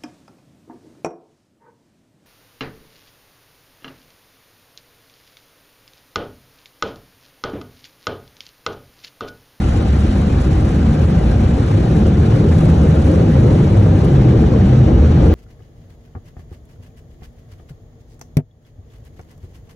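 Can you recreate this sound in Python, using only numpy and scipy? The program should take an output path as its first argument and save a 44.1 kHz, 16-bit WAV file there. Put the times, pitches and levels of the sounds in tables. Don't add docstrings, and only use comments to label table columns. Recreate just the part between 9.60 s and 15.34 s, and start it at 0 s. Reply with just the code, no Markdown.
import sys
import numpy as np
from scipy import signal
from scipy.fft import rfft, irfft, next_fast_len
from scipy.io import wavfile
from scipy.ndimage import uniform_filter1d, minimum_filter1d, map_coordinates

SR = 44100
rng = np.random.default_rng(int(sys.argv[2]) if len(sys.argv) > 2 else 0)


def transcribe(u):
    v = np.clip(np.atleast_2d(u).T, -1, 1)
    q = np.round(v * 32767).astype(np.int16)
    wavfile.write(sys.argv[1], SR, q)


N = 253134



def amp(db):
    return 10 ** (np.asarray(db) / 20)


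def unit(x):
    return x / np.sqrt(np.mean(x ** 2) + 1e-20)


def seconds():
    return np.arange(N) / SR


def since(start_s):
    return np.maximum(seconds() - start_s, 0)


def wobble(rate):
    knots = rng.standard_normal(int(N * rate / SR) + 4)
    return map_coordinates(knots, [np.arange(N) * rate / SR])


def swells(rows):
    t = seconds()
    return sum(db * np.exp(-(2 * (t - middle_s) / length_s) ** 2) for middle_s, length_s, db in rows)


def along(points, hz, axis=1):
    table = np.transpose(points)
    return np.interp(np.log(hz + 1), np.log(table[0] + 1), table[axis])


def shape(spectrum):
    return lambda hz: amp(along(spectrum, hz))


def filtered(x, response):
    size = next_fast_len(N + SR // 2)
    hz = np.fft.rfftfreq(size, 1 / SR)
    return irfft(rfft(x, size) * response(hz), size)[..., :N]


def white_pair():
    return rng.standard_normal((2, N))


def turbulence(patchy_db):
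    z = signal.stft(white_pair(), nperseg=512)[2]
    field = rng.standard_normal(z.shape[1:])
    field = uniform_filter1d(field, size=4, axis=0)
    field = uniform_filter1d(field, size=4, axis=1)
    patchy = z * amp(patchy_db * unit(field))
    return signal.istft(patchy, nperseg=512)[1][:, :N]


def reflections(hz):
    spacing_hz, depth_db, from_hz, to_hz = 24, 2.0, 600, 6000
    knots = rng.standard_normal(int(hz[-1] / spacing_hz) + 4)
    ripple = map_coordinates(knots, [hz / spacing_hz])
    midrange = hz / (hz + from_hz) / (1 + (hz / to_hz) ** 2)
    return amp(depth_db * midrange * ripple)


# (frequency [Hz], likeness [0-1], left lead [rad], left minus right level [dB])
MICROPHONES = [(60, 0.9998, 0.0, 0.0), (130, 0.998, 0.01, 0.2), (220, 0.986, 0.06, 0.4),
               (320, 0.92, 0.21, 1.1), (440, 0.8, 0.25, 3.2), (530, 0.75, 0.2, 3.4), (680, 0.32, 2.3, 1.3),
               (770, 0.22, 1.2, 2), (860, 0.3, -1.2, 4.8), (1020, 0.12, -1.4, 2.2), (1180, 0.32, -0.8, 3.6),
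               (1380, 0.36, -1.15, 1.2), (1580, 0.82, -0.15, -0.3), (2000, 0.8, 0.37, -0.1),
               (2400, 0.42, 1.1, -0.5), (3000, 0.26, 1.2, 1.2), (3800, 0.57, 0.65, -1.2),
               (4300, 0.52, 1.45, -0.9), (4850, 0.72, 3.14, -0.8), (5900, 0.92, 6.28, 0.0),
               (7300, 0.78, 7.8, 0.0), (8900, 0.97, 9.42, 0.0), (11500, 0.77, 12.5, 0.1)]


def in_cabin(pair, colour):
    def blend(hz):
        turn = np.arccos(np.clip(along(MICROPHONES, hz), 0, 1)) / 2
        return np.array([np.cos(turn), np.sin(turn)])

    def left_right(hz):
        level = amp(along(MICROPHONES, hz, axis=3) / 2)
        left = level * np.exp(.5j * along(MICROPHONES, hz, axis=2))
        return np.array([left, 1 / left])

    shared, apart = filtered(pair, lambda hz: colour(hz) * reflections(hz) * blend(hz))
    return unit(filtered(np.array([shared + apart, shared - apart]), left_right))


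# (frequency [Hz], relative density [dB per Hz])
BOOM_SPECTRUM = [(20, -22), (33, -12.5), (45, -10.5), (58, 0), (72, 0.5), (100, -6.5), (150, -15.5),
                 (210, -9.5), (300, -17), (450, -36), (900, -87.5)]


def cabin_boom(level_db=-16.5, swell_from_s=4.32, swell_db_per_s=3.6):
    boom_db = level_db + swell_db_per_s * since(swell_from_s)
    return amp(boom_db) * in_cabin(white_pair(), shape(BOOM_SPECTRUM))


def nearness(arrive_s=3.54):
    return np.minimum(seconds() / arrive_s, 1)


# (frequency [Hz], relative density [dB per Hz])
ROAR_SPECTRUM = [(45, -32.5), (65, -9), (85, -3.5), (125, -0.5), (160, -1.2), (220, -8.5), (270, -13.5),
                 (315, -8), (370, -14), (430, -16), (530, -17), (580, -23.5), (615, -21.5), (665, -30.5),
                 (770, -30.5), (950, -33.5), (1100, -41.5), (2200, -86.5)]
# (middle time [s], length [s], gain [dB])
JET_GUSTS = [(.6, .12, 3.5), (1.68, 0.19, 1.5), (2.35, 0.12, 2.5), (2.82, 0.078, 2), (3.53, 0.15, 1.8),
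             (3.87, 0.092, 3), (4.95, .1, 2.5), (5.3, .09, 3), (5.67, 0.12, 4.5)]


def jet_roar(split_hz=245, buffet_db=1.05):
    roof_db, roof_gain_db = -13, 10.5
    glass_db, glass_gain_db = -19.5, 9
    ease_from_s, ease_db_per_s = 4.6, 1.5
    away = 1 - nearness()
    low_share = lambda hz: 1 / (1 + (hz / split_hz) ** 8)
    roof_colour = lambda hz: shape(ROAR_SPECTRUM)(hz) * np.sqrt(low_share(hz))
    glass_colour = lambda hz: shape(ROAR_SPECTRUM)(hz) * np.sqrt(1 - low_share(hz))
    roof = in_cabin(white_pair(), roof_colour)
    glass = in_cabin(turbulence(patchy_db=2.1), glass_colour)
    buffet = buffet_db * wobble(50)
    roof_level = roof_db - roof_gain_db * away
    glass_level = glass_db - glass_gain_db * away - ease_db_per_s * since(ease_from_s)
    glass_level = glass_level + swells(JET_GUSTS) + buffet
    return amp(roof_level) * roof + amp(glass_level) * glass


def air_flutter(slow_share=0.54, mid_share=0.7):
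    return unit(slow_share * wobble(14) + mid_share * wobble(60) + wobble(120))


# (frequency [Hz], relative density [dB per Hz])
RUSH_SPECTRUM = [(200, -36), (450, -3.5), (620, -2), (670, -4), (780, -2.5), (950, -11), (1040, -8),
                 (1220, -9.5), (1380, -9.5), (1600, -13.5), (1900, -15.5), (2500, -17), (3000, -19.5),
                 (4000, -23), (6000, -28.5), (11000, -47)]
# (centre [Hz], full width at -6 dB [Hz], level [dB])
BLOWER_WHINES = [(716, 22, -42), (1590, 62, -53), (2896, 38, -57.5), (6100, 70, -72.5)]


def blowers(flutter, level_db=-31, flutter_db=0.76):
    rush = in_cabin(turbulence(patchy_db=1.45), shape(RUSH_SPECTRUM))
    out = amp(level_db + flutter_db * flutter) * rush
    for centre_hz, width_hz, db in BLOWER_WHINES:
        line = lambda hz: 1 / (1 + (2 * (hz - centre_hz) / width_hz) ** 2)
        out = out + amp(db) * in_cabin(white_pair(), line)
    return out


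# (frequency [Hz], relative density [dB per Hz])
SPRAY_SPECTRUM = [(1800, -25), (3800, -0.5), (4850, -4.8), (5200, -2.8), (5600, -4.8), (7000, -2),
                  (8000, 0.5), (9000, -1), (10500, -7), (12000, -24.5)]
# (middle time [s], length [s], gain [dB])
WATER_SHEETS = [(.1, .3, 2), (.38, .1, 3), (.75, 0.63, 1.8), (3.03, 0.15, 4.5), (3.42, .08, 1.5)]


def spray(flutter, flutter_db=1.2, spatter_db=1.55):
    base_db, mist_db, drops_db = -55.5, 4, -1
    dry_from_s, dry_db_per_s = 3.93, 3.5
    drop_rate, size_spread_db = 1000, 3
    spray_db = base_db + swells(WATER_SHEETS) - dry_db_per_s * since(dry_from_s)
    spray_db = spray_db + spatter_db * wobble(110) + flutter_db * flutter
    mist = in_cabin(turbulence(patchy_db=3.0), shape(SPRAY_SPECTRUM))
    lands = rng.random((2, N)) < drop_rate / SR
    sizes = amp(size_spread_db * np.minimum(rng.exponential(size=(2, N)), 4.5))
    clicks = lands * sizes * rng.choice([-1, 1], (2, N))
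    drops = in_cabin(clicks, shape(SPRAY_SPECTRUM))
    return amp(spray_db) * (amp(mist_db) * mist + amp(drops_db) * drops)


# (middle time [s], length between 1/e points [s], centre [Hz], width of two standard deviations [Hz], level [dB])
WATER_SWISH = (0.3, 1.0, 3700, 1700, -51)


def swish():
    middle_s, length_s, centre_hz, width_hz, db = WATER_SWISH
    colour = lambda hz: np.exp(-(2 * (hz - centre_hz) / width_hz) ** 2 / 2)
    swell = np.exp(-(2 * (seconds() - middle_s) / length_s) ** 2)
    level = amp(db + 2.4 * wobble(13.6))
    return level * swell * in_cabin(turbulence(patchy_db=1.5), colour)


# (middle time [s], length [s], pitch at the middle [Hz], glide [Hz per s], level at the middle [dB])
RUMBLE_DRONES = [(0.123, .18, 66.2, -2, -21), (.39, .24, 68.83, 18, -14), (0.594, .22, 195.4, -130, -24),
                 (.8, .6, 58, 0.5, -22), (1.11, 0.19, 68, 0, -18), (1.284, 0.18, 221.8, -1, -21.5),
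                 (1.457, 0.49, 158.8, 60, -20), (1.7, 0.49, 57.77, 4, -17.5), (2.174, 0.18, 100.8, 71, -14),
                 (2.596, .2, 76, 80.5, -14.5), (2.726, 0.21, 106, 29.5, -15.5),
                 (2.936, 0.18, 80.7, 0, -11.5), (3.303, .6, 75.9, -20, -17), (3.166, 0.7, 157.6, -5, -13.5),
                 (3.701, 0.38, 159.6, -100, -23), (3.828, 0.257, 123.6, -200, -10),
                 (4.247, 0.35, 98.3, -29, -11.5), (4.32, 0.19, 150.2, -150, -15.5),
                 (4.63, 0.53, 127.7, -70.5, -13), (4.97, 0.25, 195.2, -0.5, -17),
                 (5.181, .24, 129.5, 30.5, -10.5), (5.5, 0.8, 77, 14, -13.5)]


def drones(waver=0.0149, throb_db=1):
    out = np.zeros(N)
    for middle_s, length_s, pitch_hz, glide, db in RUMBLE_DRONES:
        t = np.clip(seconds() - middle_s, -length_s / 2, length_s / 2)
        swell = np.cos(np.pi * t / length_s)
        pitch = (pitch_hz + glide * t) * (1 + waver * wobble(16))
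        cycles = np.cumsum(pitch) / SR + rng.random()
        tone = np.sqrt(2) * np.sin(2 * np.pi * cycles)
        out += amp(db + throb_db * wobble(14)) * swell * tone
    return out


# (middle time [s], length [s], gain [dB])
HISS_DIPS = [(1.47, 0.035, -3.5), (2.685, .015, -3.5), (3.41, .012, -3), (4.75, .03, -3), (5.32, .03, -2.5)]


def scene():
    flutter = air_flutter()
    hiss = amp(swells(HISS_DIPS)) * (blowers(flutter) + spray(flutter) + swish())
    return cabin_boom() + jet_roar() + hiss + drones()


def levelled(x, threshold_db=-11, squeeze=0.31, window_s=.1):
    bass = filtered(x, lambda hz: 1 / (1 + (hz / 230) ** 6))
    window = np.hanning(int(2 * window_s * SR))
    smooth = lambda v: signal.fftconvolve(v, window, "same")
    power = np.abs(smooth(np.mean(bass ** 2, axis=0)))
    level = np.sqrt(power / smooth(np.ones(N)))
    gain = (level / amp(threshold_db)) ** -squeeze
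    return x + bass * (gain - 1)


def record(dry, drive_db=0.5):
    ceiling, knee, bass_hz, top_hz = .9, 7, 1000, 12000
    driven = amp(drive_db) * levelled(dry)
    bass = filtered(driven, lambda hz: 1 / (1 + (hz / bass_hz) ** 4))
    peak = np.abs(bass).max(axis=0)
    needed = (1 + (peak / ceiling) ** knee) ** (-1 / knee)
    gain = uniform_filter1d(minimum_filter1d(needed, size=400), size=400)
    treble = driven - bass
    return filtered(bass * gain + treble, lambda hz: hz < top_hz)


dry = scene()
out = record(dry)
transcribe(out)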